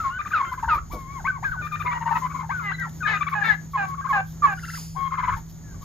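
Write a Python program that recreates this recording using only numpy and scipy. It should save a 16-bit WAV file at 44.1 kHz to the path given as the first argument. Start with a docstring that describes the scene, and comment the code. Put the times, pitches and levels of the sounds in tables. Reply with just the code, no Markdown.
"""On a farm lawn, turkeys whistle, chirp, trill and yelp around a hand-held stereo microphone.
Each voice is a stack of harmonics on a gliding pitch plus throat rasp, echoed by nearby walls and a barn.
Feet and feathers rustle in the grass as grainy bright noise; soft bumps are low tones with puffs of noise.
A machine hums on one drifting tone; light wind and the far yard with its insects are coloured noise."""
import sys
import numpy as np
from scipy import signal
from scipy.fft import rfft, irfft, next_fast_len
from scipy.io import wavfile
from scipy.ndimage import uniform_filter1d, map_coordinates

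SR = 44100
rng = np.random.default_rng(int(sys.argv[2]) if len(sys.argv) > 2 else 0)


def log_audio(samples):
    """Write samples as a 16-bit WAV file to the path given in sys.argv[1]."""
    # one column per channel
    frames = np.atleast_2d(samples).T
    # limit to full scale, then quantise
    limited = np.clip(frames, -1, 1)
    pcm = np.round(limited * 32767).astype(np.int16)
    wavfile.write(sys.argv[1], SR, pcm)


def boost(x):
    """Linear amplitude factor 10**(x/20) for a level x in decibels (scalar or array-like)."""
    u = np.asarray(x, float) / 20
    return 10 ** u


N = 257544

# Voice levels are before the throat colour. Noise spectra give shape only: each noise is scaled to rms 1.
# long whistles, one curve each: (t/s, f/Hz, level/dB)
WHISTLE_CURVES = [
    [(0.0, 1360, -19.5), (0.03, 1241, -34), (0.05, 1105, -22), (0.1, 1057, -26), (0.13, 1230, -50)],
    [(0.1, 1378, -39), (0.14, 1465, -35), (0.185, 1530, -34)],
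    [(0.445, 1038, -46), (0.48, 1046, -42), (0.52, 1048, -50)],
    [(1.24, 746, -41), (1.255, 1055, -26.5), (1.27, 1140, -25.5), (1.28, 1480, -39)],
    [(0.33, 1610, -27), (0.352, 1330, -18), (0.38, 1220, -18), (0.39, 1186, -25.5), (0.42, 1039, -17)],
    [(0.445, 1483, -38), (0.475, 1294, -32), (0.5, 1530, -38), (0.52, 1350, -54.5)],
    [(0.685, 1544, -24), (0.705, 1330, -17), (0.725, 1225, -17), (0.75, 1201, -20), (0.77, 1090, -26.5),
     (0.795, 1385, -25.5)],
    [(0.9, 788, -54), (0.92, 1162, -36.5), (0.97, 1106, -41), (1.05, 1056, -42), (1.14, 1131, -40),
     (1.18, 1060, -36), (1.215, 675, -52.5)],
    [(1.31, 1220, -43.5), (1.37, 1063, -36.5), (1.395, 680, -56)],
    [(1.44, 1662, -37.5), (1.455, 1653, -24), (1.5, 1460, -36), (1.508, 1520, -47), (1.52, 1546, -25.5),
     (1.57, 760, -41.5)],
    [(2.09, 1077, -25), (2.12, 1283, -39.5), (2.175, 1282, -23)],
    [(2.5, 1627, -38), (2.55, 1500, -29.5), (2.6, 1427, -33), (2.64, 1254, -36), (2.71, 1145, -33.5)],
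    [(2.78, 1915, -36), (2.8, 2077, -37.5), (2.82, 1895, -29.5), (2.89, 1890, -54.5)],
    [(2.785, 1562, -39.5), (2.82, 1603, -36), (2.835, 1338, -28), (2.862, 1354, -29.5)],
    [(4.945, 785, -57), (4.97, 1081, -32), (5.03, 1086, -29), (5.085, 1070, -26.5)],
]
# whistle voices: (left over right/dB, 2nd harmonic/dB, 3rd harmonic/dB)
WHISTLE_VOICES = [(2.5, -24, -50), (2.5, -13, -41), (2, -2, -2.5), (7.5, -2, -33), (3, -20.5, -27.5),
                  (0, -20, -44), (1, -19.5, -31), (10, -10.5, -22), (13, -11, -35), (5.5, -40, -36),
                  (24, -10.5, -34), (7, -40, -36), (16, -26.5, -42), (2, -46, -48), (20, -16, -20.5)]
# single-glide chirps: (t/s, length/s, first f/Hz, last f/Hz, peak level/dB, place of peak/0-1, left over right/dB)
CHIRPS = [(0.033, 0.037, 1483, 1323, -30.5, .9, 3), (1.196, .025, 1690, 1030, -38.5, 0.06, 1),
          (3.046, 0.026, 1786, 1587, -22, 0.75, 11.5), (3.41, 0.025, 1785, 1624, -21, 0.78, 12),
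          (1.272, .04, 1560, 1480, -20, .4, 3.5), (1.425, .03, 715, 1330, -27.5, 0.51, 6),
          (1.54, 0.079, 1540, 1452, -30, 0.94, 4), (1.62, 0.055, 1790, 1800, -46, .45, 7),
          (1.72, 0.062, 1810, 1844, -42.5, .9, 16), (1.854, 0.033, 2175, 2096, -22.5, 0.93, 1),
          (2.075, 0.02, 1560, 1490, -33, .9, 4), (2.328, 0.1, 2270, 2110, -44.5, 0.6, -1),
          (2.491, .04, 745, 1285, -25, 0.43, 6), (2.592, 0.048, 1240, 860, -30.5, .1, 10),
          (2.703, 0.029, 753, 1745, -28.5, 0.65, 13.5), (2.736, 0.022, 1970, 2024, -31, .9, -4),
          (2.73, 0.043, 4070, 3900, -41.5, 0.37, 6), (2.84, .04, 1250, 718, -34, .4, 9),
          (3.003, .032, 1580, 1380, -27.5, 0.8, 6.5), (3.475, .05, 1810, 1620, -25, .4, 20),
          (3.31, 0.039, 1074, 1070, -22.5, 0.9, 1), (3.733, .04, 1149, 1012, -18, 0.63, 1),
          (4.009, 0.038, 1570, 1620, -40.5, 0.5, 1.5), (4.064, .025, 1575, 1630, -34.5, .9, 0),
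          (4.087, 0.042, 1169, 1010, -16.5, 0.56, -3.5), (4.42, .05, 1212, 1063, -11.5, .65, -4),
          (4.428, 0.034, 1770, 1630, -35.5, 0.6, 2), (4.771, 0.022, 1300, 780, -36.5, 0.17, 4),
          (4.959, 0.063, 787, 760, -43.5, 0, 2), (5.636, .12, 1750, 1470, -56.5, 0.5, 7),
          (5.74, 0.038, 1200, 1020, -52, 0.15, 18), (5.81, 0.027, 1120, 1127, -40, 0.87, 7)]
# trills, one run of notes each: (t/s, length/s, held f/Hz, level/dB)
TRILL_NOTES = [
    [(0.19, 0.022, 1188, -25), (0.258, 0.017, 1176, -26), (0.315, 0.01, 1178, -25),
     (0.372, 0.012, 1195, -26), (0.43, 0.018, 1063, -26.5)],
    [(0.518, 0.019, 1005, -28), (0.578, 0.02, 1015, -30), (0.63, 0.01, 892, -23.5),
     (0.68, 0.012, 899, -23.5), (0.728, 0.015, 922, -26.5)],
    [(1.62, 0.051, 1175, -30.5), (1.72, 0.038, 1184, -26), (1.8, 0.021, 1178, -26),
     (1.86, 0.011, 1171, -26.5), (1.915, 0.015, 1125, -24)],
    [(1.85, 0.128, 934.4, -27), (2.01, 0.021, 914, -28.5), (2.06, 0.023, 924, -23.5),
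     (2.11, 0.013, 879, -22.5), (2.155, 0.019, 917, -19.5)],
    [(2.22, 0.046, 1012, -27), (2.3, 0.021, 1110, -31), (2.345, 0.021, 1030, -28),
     (2.39, 0.027, 1030, -28.5), (2.43, 0.015, 853, -35)],
    [(3.03, 0.053, 1210, -27.5), (3.135, 0.038, 1220, -25), (3.209, 0.019, 1155, -23),
     (3.268, 0.015, 1122, -22.5), (3.323, 0.013, 1110, -24)],
    [(3.825, 0.12, 1080, -31.5), (3.98, 0.031, 1091, -30.5), (4.05, 0.017, 1045, -24.5),
     (4.15, 0.019, 1045, -24.5)],
    [(4.575, 0.015, 1424, -38.5), (4.633, 0.016, 1357, -34), (4.683, 0.015, 1333, -33),
     (4.735, 0.014, 1344, -33)],
    [(5.118, 0.03, 1047, -26.5), (5.181, 0.023, 1017, -22), (5.234, 0.015, 995, -20.5),
     (5.28, 0.018, 991, -19), (5.323, 0.013, 1057, -24), (5.365, 0.011, 872, -39.5)],
]
# trill voices: (left over right/dB, 2nd harmonic/dB, f between notes/Hz,
# upward flick/dB, fall into the note/dB, slap of a near wall/dB)
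TRILL_VOICES = [(4.5, -13.5, 2200, -16, -21.5, -30.5), (5, -17.5, 1600, -10.5, -34.5, -9),
                (8, -8, 1900, -14.5, -25.5, -31), (6, -10.5, 1500, -13.5, -25.5, -1.5),
                (11.5, -17, 1500, -16, -22, -1.5), (9, -7.5, 2100, -12, -32, -31),
                (12.5, -24, 1500, -13, -13, -31), (2.5, -11, 2100, -4.5, -22.5, -30),
                (8, -12, 1650, -14, -13, -2.5)]
# yelps: (bird, t/s, length/s, first pulse rate f/Hz, last f before the upturn/Hz, level/dB, left over right/dB)
YELPS = [("thin", 2.615, .105, 420, 374, -39, 0), ("hoarse", 3.06, .11, 442, 365, -25.5, 9.5),
         ("clear", 3.348, 0.11, 429, 398, -32, -3), ("hoarse", 3.428, .125, 451, 380, -27, 26),
         ("clear", 3.77, .09, 436, 380, -30, -1.5), ("clear", 4.125, 0.088, 440, 378, -27, .6),
         ("clear", 4.465, 0.078, 455, 380, -31, -2.2)]
# harmonics 1-10 of each yelping bird: (level/dB, ..)
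YELP_HARMONICS = {"thin": (-23, -4.5, -6, 1.5, 13, -6, -2, -11, -12, -14),
                  "hoarse": (-37.5, -14, -8, -0.5, -3.5, -14, -13, -12, -14, -19),
                  "clear": (-36, 0, -4, 4, -20, -7, -15, -27, -29, -30)}
# hoarseness of each bird: (pitch scatter/0-1, flutter of the partials/dB, rasp over the strongest harmonic/dB)
HOARSENESS = {"thin": (.006, 2.5, -20), "hoarse": (.019, 4, -6), "clear": (.008, 2.8, -17)}
# sag of each bird: (power of the curve, under 1 early, over 1 late; level lost by the end/dB; opening swell/s)
YELP_SAG = {"thin": (1.8, 5.9, 0.031), "hoarse": (2.4, 10, .01), "clear": (.6, 5.4, 0.0027)}
# throat rasp spectrum: (f/Hz, level/dB)
RASP_SPECTRUM = [(400, -17.5), (900, 1.5), (1500, 2), (2200, 0), (2700, -28.5), (3300, -16.5),
                 (4000, -13.5), (5000, -19), (7000, -34.5), (12000, -87.5)]
# throat and the bounce off the lawn, colouring every harmonic: (f/Hz, level/dB)
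THROAT = [(300, 12), (1300, -2), (1700, 3.5), (1900, -1.5), (2300, -0.5), (2700, -2), (3300, -8.5),
          (3900, -1), (4400, -12), (16000, -28)]
# first wall echoes: (delay t/s, level/dB)
WALL_ECHOES = [(.004, -16), (.012, -13), (.021, -18)]
# decay of the barn wall echo: (f/Hz, t60/s)
BARN_DECAY = [(500, 0.16), (1600, 0.22), (4000, .15), (10000, 0.11)]
# louder rustles in the grass: (t of the peak/s, nominal level/dB)
RUSTLES = [(0.535, -51), (0.747, -41), (0.933, -39.5), (1.661, -52), (1.73, -48), (1.807, -51.5),
           (2.186, -53), (2.571, -53), (3.308, -48), (3.46, -46), (3.727, -50), (3.893, -47.5),
           (4.1, -47.5), (4.53, -51.5), (5.377, -46), (5.505, -51), (5.83, -48.5)]
# dry stalks snapping: (t/s, nominal level/dB)
STALK_SNAPS = [(0.5307, -42), (2.7986, -35), (2.8948, -38.5), (3.2957, -46.5)]
# rustling grass spectrum: (f/Hz, level/dB)
BLADES_SPECTRUM = [(1500, -27.5), (3500, -3), (6500, -7), (7800, -43.5), (9000, -31.5), (11000, -9),
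                   (13500, -1), (15700, -13)]
# wing feathers dragging through the grass: (t/s, level/dB)
FEATHER_SCUFF = [(4.55, -60), (4.78, -41.5), (5.0, -60.5)]
# scuff spectrum, mid: (f/Hz, level/dB)
SCUFF_MID = [(1470, -24), (2500, -8), (2720, -9), (4020, -9.5), (5020, 5), (5590, -16), (6780, 5),
             (7600, -14), (8210, -79), (8400, -55), (9070, -11), (13600, -10), (15600, -15)]
# scuff spectrum, side, shared by the grass blades: (f/Hz, level/dB)
SCUFF_SIDE = [(1470, -35.5), (2500, -7.5), (3960, -30), (5140, 1), (6470, -5.5), (9140, -2), (13100, -25),
              (13400, -68), (15600, -85.5)]
# soft bumps near the microphone: (t/s, push level/dB, push f/Hz, puff level/dB)
BUMPS = [(0.459, -53, 143, -53), (0.659, -28.5, 65.5, -66), (0.749, -30, 56.5, -44.5),
         (0.927, -29, 49.4, -36), (1.597, -41, 110, -48), (1.831, -63, 154, -46), (3.421, -40, 144, -51.5),
         (3.881, -39.5, 145, -56), (4.97, -33.5, 150.6, -50), (5.307, -26, 96, -71)]
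# machine hum: (t/s, f/Hz, level/dB)
MACHINE_HUM = [(0.0, 152, -71), (0.06, 156.7, -53), (1.949, 159.4, -37.5), (5.071, 162, -38.5),
               (5.84, 161.8, -45)]
# wind: (t/s, rumble level/dB, buffet level/dB)
WIND_LEVELS = [(0.0, -42.5, -44), (0.28, -45.5, -55), (0.85, -41.5, -43.5), (3.74, -43.5, -74),
               (4.31, -42.5, -51), (5.16, -44.5, -52.5), (5.34, -34.5, -39), (5.45, -47, -51),
               (5.84, -39.5, -45)]
# wind rumble spectrum: (f/Hz, level/dB)
RUMBLE_SPECTRUM = [(45, -7), (60, 1), (125, -0.5), (150, -7), (190, -26.5)]
# wind buffet spectrum: (f/Hz, level/dB)
BUFFET_SPECTRUM = [(12, -27.5), (25, -9), (50, -4.5), (65, -19.5)]
# far yard noise and the insect band, mid: (f/Hz, level/dB)
AIR_MID = [(110, -27), (180, -4.5), (213, -8.5), (475, -24.5), (1100, -25.5), (2160, -33), (2550, -39),
           (5600, -37.5), (6740, -19.5), (7400, -32.5), (7980, -93), (9800, -58.5), (11200, -43.5),
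           (14000, -37.5), (15600, -60.5)]
# far yard noise and the insect band, side: (f/Hz, level/dB)
AIR_SIDE = [(110, -33.5), (180, 1.5), (293, -16), (484, -14), (1120, -12.5), (1330, -21.5), (2240, -20.5),
            (2650, -32), (7000, -13.5), (7830, -23.5), (11200, -27.5), (13000, -49.5), (15600, -75.5)]

RISE_DB, FADE_DB = 19, 15.5  # a chirp's climb and fall, each over a whole note length; yelps open with RISE_DB too
SECOND_DB, DULLER_DB = -18, 25.5  # 2nd harmonic of a chirp near 1 kHz; its loss per octave up
BRIGHTER_DB = 10  # gain of that harmonic per octave of upward glide
THIRD_UNDER_DB = 12.5  # 3rd harmonic under the 2nd, before a rising chirp lowers it further
OVERTONE_SPREAD, OVERTONE_LEFT_DB = 0.089, 6.5  # overtones spread less than the tone and lean left
TRILL_RASP_DB, CHIRP_RASP_DB = -21, -25  # the chirp figure is for a level or falling glide
SLAP_S = 0.012  # delay of the near wall slap in trills
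LIFT, LIFT_SHARE = 0.06, 0.06  # upturn at a yelp's end: share of the last pitch, time constant as share of length
RUSTLE_RISE_S, RUSTLE_FALL_S = 0.017, 0.022
PATTER_DB, PATTER_SWING_DB = -70, 5.5  # small steps all the time


def unit(x):
    """Scales a signal to rms 1."""
    return x / np.sqrt(np.mean(x ** 2) + 1e-20)


def along(points, hz):
    """Reads (f/Hz, level/dB) points on a log frequency axis, near silent outside them."""
    f, v = np.transpose(points)
    return np.interp(np.log(hz + 1), np.log(f + 1), v, left=-120, right=-120)


def wobble(rate, size=N):
    """A smooth random curve through `rate` random knots a second."""
    knots = rng.standard_normal(int(size * rate / SR) + 4)
    return map_coordinates(knots, [np.arange(size) * rate / SR])


def noise(spectrum, size=N):
    """Coloured noise of rms 1: white noise weighted in frequency."""
    m = next_fast_len(size + 4096)
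    weight = boost(along(spectrum, np.fft.rfftfreq(m, 1 / SR)))
    return unit(irfft(rfft(rng.standard_normal(m)) * weight, m)[:size])


def pair(mid, side, side_db, shared):
    """Stereo noise: part of the side is the same wave as the mid, a quarter cycle apart."""
    m = next_fast_len(N)
    hz = np.fft.rfftfreq(m, 1 / SR)
    a, b = rfft(rng.standard_normal((2, m)))
    side_wave = 1j * shared * a + np.sqrt(1 - shared ** 2) * b
    centre = unit(irfft(a * boost(along(mid, hz)), m)[:N])
    apart = unit(irfft(side_wave * boost(along(side, hz)), m)[:N])
    return centre + boost(side_db) * apart * np.array([[1], [-1]])


def add(out, s, x):
    """Mixes x into out from time s."""
    i = round(s * SR)
    out[:, i:i + x.shape[-1]] += x


def sing(out, rows, pans, harmonics_db, scatter, flutter_db, rasp_db):
    """A syrinx tone: harmonics on an unsteady pitch curve, with breath noise that swells once a cycle."""
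    s, hz, db = np.transpose(rows)
    t = np.arange(s[0], s[-1], 1 / SR)

    def smooth(curve):
        return uniform_filter1d(np.interp(t, s, curve), size=110, mode="nearest")

    level = smooth(db)
    weakness = np.clip(db.max() - level - 8, 0, 20)
    shaky = scatter * (1 + weakness * 0.5)  # weak stretches lose their hold on pitch
    pitch = smooth(hz) * (1 + shaky * wobble(180, len(t)))
    phase = 2 * np.pi * np.cumsum(pitch) / SR
    edge = np.clip(np.minimum(t - s[0], s[-1] - t) / 0.0042, 0, 1)
    x = np.zeros((2, len(t)))
    for k, own_db in enumerate(harmonics_db):
        pan = pans[k >= len(harmonics_db) / 3]  # lower partials take the first pan, upper ones the second
        lead = rng.normal(0.097, 0.87) / 2  # each side hears the partial at another phase
        # overtones fade faster when the voice is soft
        soft = 1.5 * (k > 0) * np.minimum(level - db.max() + 4, 0)
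        colour = along(THROAT, (k + 1) * pitch)
        size = boost(own_db + soft + colour + flutter_db * wobble(47.8, len(t)))
        size *= 1 + (0.03 + 0.06 * flutter_db) * wobble(500, len(t))  # a noisy skirt round each partial
        left_right = boost(np.array([[pan / 2], [-pan / 2]])) / np.cosh(pan / 17.4)  # steady sum of both sides
        wave = np.sin((k + 1) * phase + k + np.array([[lead], [-lead]]))
        x += size * left_right * np.sqrt(2) * wave
    rasp_mid, rasp_side = noise(RASP_SPECTRUM, len(t)), noise(RASP_SPECTRUM, len(t))
    rasp = rasp_mid + 0.6 * rasp_side * np.array([[1], [-1]])
    gate = 1 + 0.37 * np.sin(phase)
    x += boost(rasp_db + max(harmonics_db)) * gate * rasp
    add(out, s[0], x * edge * boost(level))


def whistle(out, rows, pan_db, second_db, third_db, scatter, rasp_db):
    """A syrinx tone with two overtones."""
    pans = pan_db, OVERTONE_SPREAD * pan_db + OVERTONE_LEFT_DB
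    sing(out, rows, pans, (0, second_db, third_db), scatter, flutter_db=1.3, rasp_db=rasp_db)


def chirp(out, s, length, first_hz, last_hz, db, peak, pan_db):
    """One glide that swells to its peak and fades; low and rising chirps carry the strongest 2nd harmonic."""
    share = np.array([0, np.clip(peak, 0, 1), 1])
    bend = 0.65 if last_hz > first_hz else 1.3  # rising glides move early, falling ones late
    pitch = first_hz + (last_hz - first_hz) * share ** bend
    level = db - np.array([RISE_DB, 0, FADE_DB]) * abs(share - share[1])
    rows = np.c_[s + length * share, pitch, level]
    rising_db = BRIGHTER_DB * max(np.log2(last_hz / first_hz), 0)
    second_db = SECOND_DB - DULLER_DB * np.log2((first_hz + last_hz) / 2045.0) + rising_db
    third_db = second_db - THIRD_UNDER_DB - rising_db / 2
    whistle(out, rows, pan_db, second_db, third_db, scatter=0.006, rasp_db=CHIRP_RASP_DB + rising_db)


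def trill_note(s, length, hz, db, top_hz, flick_db, fall_db):
    """The voice falls onto the pitch, swells as it holds it nearly level, and flicks up, weak while high."""
    first_hz, first_db = hz * (1 + 0.5 * length), db - 45 * length
    end = s + length
    fall = [(s - 0.012, top_hz * 0.9, db + fall_db), (s, first_hz * 1.03, first_db - 5)]
    hold = [(s + 0.004, first_hz, first_db), (end - 0.002, hz * 1.01, db)]
    flick = [(end + 0.003, hz * 1.17, db - 5), (end + 0.008, top_hz, db + flick_db)]
    fade = [(end + 0.015, top_hz, db + flick_db - 16)]
    return sorted(fall + hold + flick + fade)


def trill(out, notes, pan_db, second_db, top_hz, flick_db, fall_db, slap_db):
    """A run of hooked notes, each followed by its slap off the wall, returned as a layer shaped like out."""
    own = np.zeros_like(out)
    for s, length, hz, db in notes:
        voiced_s = max(length - SLAP_S * boost(slap_db), 0.008)  # a listed length includes a loud slap
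        rows = trill_note(s, voiced_s, hz, db, top_hz, flick_db, fall_db)
        third_db = second_db - THIRD_UNDER_DB
        whistle(own, rows, pan_db, second_db, third_db, scatter=0.008, rasp_db=TRILL_RASP_DB)
    return own + boost(slap_db) * np.roll(own, round(SLAP_S * SR), axis=1)


def yelp(out, bird, s, length, first_hz, last_hz, db, pan_db):
    """Pitch and level sag together as the breath runs out; the pitch turns up at the end."""
    share = np.linspace(0, 1, num=24)
    power, loss_db, swell_s = YELP_SAG[bird]
    sag = share ** power
    upturn = last_hz * LIFT * np.exp((share - 1) / LIFT_SHARE)
    pitch = first_hz + (last_hz - first_hz) * sag + upturn
    level = db - loss_db * sag - RISE_DB * np.exp(-length * share / swell_s)
    rows = np.c_[s + length * share, pitch, level]
    pans = pan_db, OVERTONE_SPREAD * pan_db + OVERTONE_LEFT_DB / 2
    sing(out, rows, pans, YELP_HARMONICS[bird], *HOARSENESS[bird])


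def turkeys():
    """All whistles, chirps, yelps and trills of the flock."""
    out = np.zeros((2, N + SR))
    for rows, voice in zip(WHISTLE_CURVES, WHISTLE_VOICES):
        whistle(out, rows, *voice, scatter=0.007, rasp_db=-20)
    for row in CHIRPS:
        chirp(out, *row)
    for row in YELPS:
        yelp(out, *row)
    trills = sum(trill(out, notes, *voice) for notes, voice in zip(TRILL_NOTES, TRILL_VOICES))
    return (out + trills)[:, :N]


def near_walls(x):
    """First echoes: delayed, quieter copies with left and right swapped."""
    out = np.zeros_like(x)
    for s, db in WALL_ECHOES:
        out += boost(db) * np.pad(x[::-1], ((0, 0), (round(s * SR), 0)))[:, :N]
    return out


def barn_echo(x):
    """A tail of noise in which each frequency dies at its own speed, convolved with the sound."""
    hz, t, z = signal.stft(rng.standard_normal((2, SR // 2)), SR, nperseg=256)
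    t60 = np.interp(hz, *np.transpose(BARN_DECAY))[:, None]
    tail = signal.istft(z * boost(-60 * t / t60), SR, nperseg=256)[1]
    late = np.pad(x, ((0, 0), (500, 0)))  # pre-delay in samples
    return signal.fftconvolve(late, tail / np.linalg.norm(tail[0]), axes=1)[:, :N]


def grass():
    """Rustles, snaps, patter and one long scuff: bright noise under swells, grainy in the blades."""
    swell, t = np.zeros((1, N + SR)), np.arange(SR // 4) / SR
    lead = 3 * RUSTLE_RISE_S
    shape = np.exp(-((t - lead) / np.where(t < lead, RUSTLE_RISE_S, RUSTLE_FALL_S)) ** 2)
    for s, db in RUSTLES:
        add(swell, s - lead, boost(db - 10.0) * shape)
    for s, db in STALK_SNAPS:
        add(swell, s, boost(db - 6.5) * np.exp(-t / 0.002))
    swell = swell[:, :N] + boost(PATTER_DB + PATTER_SWING_DB * wobble(14))
    grain = boost(1.7 * wobble(450))
    blades = swell * grain * pair(BLADES_SPECTRUM, SCUFF_SIDE, side_db=-4, shared=0.8)
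    s, db = np.transpose(FEATHER_SCUFF)
    scuff = boost(np.interp(np.arange(N) / SR, s, db, left=-120, right=-120))
    return blades + scuff * pair(SCUFF_MID, SCUFF_SIDE, side_db=-0.5, shared=0.8)


def bumps():
    """Each bump is one low push and a dull puff of noise under the same quick swell."""
    out, t = np.zeros((2, N + SR)), np.arange(SR // 5) / SR
    swell = (t / 0.016) * np.exp(1 - t / 0.016)
    for s, db, hz, puff_db in BUMPS:
        puff = noise([(150, -3.5), (300, -1.5), (600, -4.5), (1500, -16)], len(t))
        push = np.sin(2 * np.pi * hz * t)
        add(out, s, swell * (boost(db) * push + boost(puff_db) * puff))
    return out[:, :N]


def machine_hum():
    """A single sine with drifting pitch and level, slightly out of phase between left and right."""
    t = np.arange(N) / SR
    s, hz, db = np.transpose(MACHINE_HUM)
    phase = 2 * np.pi * np.cumsum(np.interp(t, s, hz)) / SR
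    level = boost(np.interp(t, s, db) + 0.77 * wobble(8.2))
    return level * np.sqrt(2) * np.sin(phase + np.array([[-0.19], [0.19]]))


def wind():
    """Two bands of low noise, a rumble and a deeper, wider buffet, each swaying in level."""
    t = np.arange(N) / SR
    s, rumble_db, buffet_db = np.transpose(WIND_LEVELS)
    rumble = boost(np.interp(t, s, rumble_db) + 0.47 * wobble(10.0))
    buffet = boost(np.interp(t, s, buffet_db) + 2.2 * wobble(8))
    out = rumble * pair(RUMBLE_SPECTRUM, RUMBLE_SPECTRUM, side_db=-11, shared=0.4)
    return out + buffet * pair(BUFFET_SPECTRUM, BUFFET_SPECTRUM, side_db=-4.0, shared=0.3)


def far_air():
    """Far yard noise and insect hiss: wide coloured noise that wavers in level."""
    level = boost(-49.5 + 1.4 * wobble(11) + 1.4 * wobble(14))
    return level * pair(AIR_MID, AIR_SIDE, side_db=-6.5, shared=0.7)


def scene():
    """Birds with their echoes over grass, bumps and background."""
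    birds = turkeys()
    echoes = near_walls(birds) + boost(-14) * barn_echo(birds)
    background = machine_hum() + wind() + far_air()
    return birds + echoes + grass() + bumps() + background


def top_cut(x):
    """Nothing passes above the cut-off."""
    return signal.sosfilt(signal.butter(12, 15780, fs=SR, output="sos"), x)


def record(dry):
    """The microphone housing dips near 2.7 kHz; a steep low-pass then limits the band."""
    b, a = signal.iirnotch(2700, 6, fs=SR)
    dipped = dry - 0.23 * (dry - signal.lfilter(b, a, dry))
    low_pass = signal.butter(12, 15780, fs=SR, output="sos")
    limited = signal.sosfiltfilt(low_pass, dipped)
    return top_cut(limited)


dry = scene()
out = record(dry)
log_audio(out)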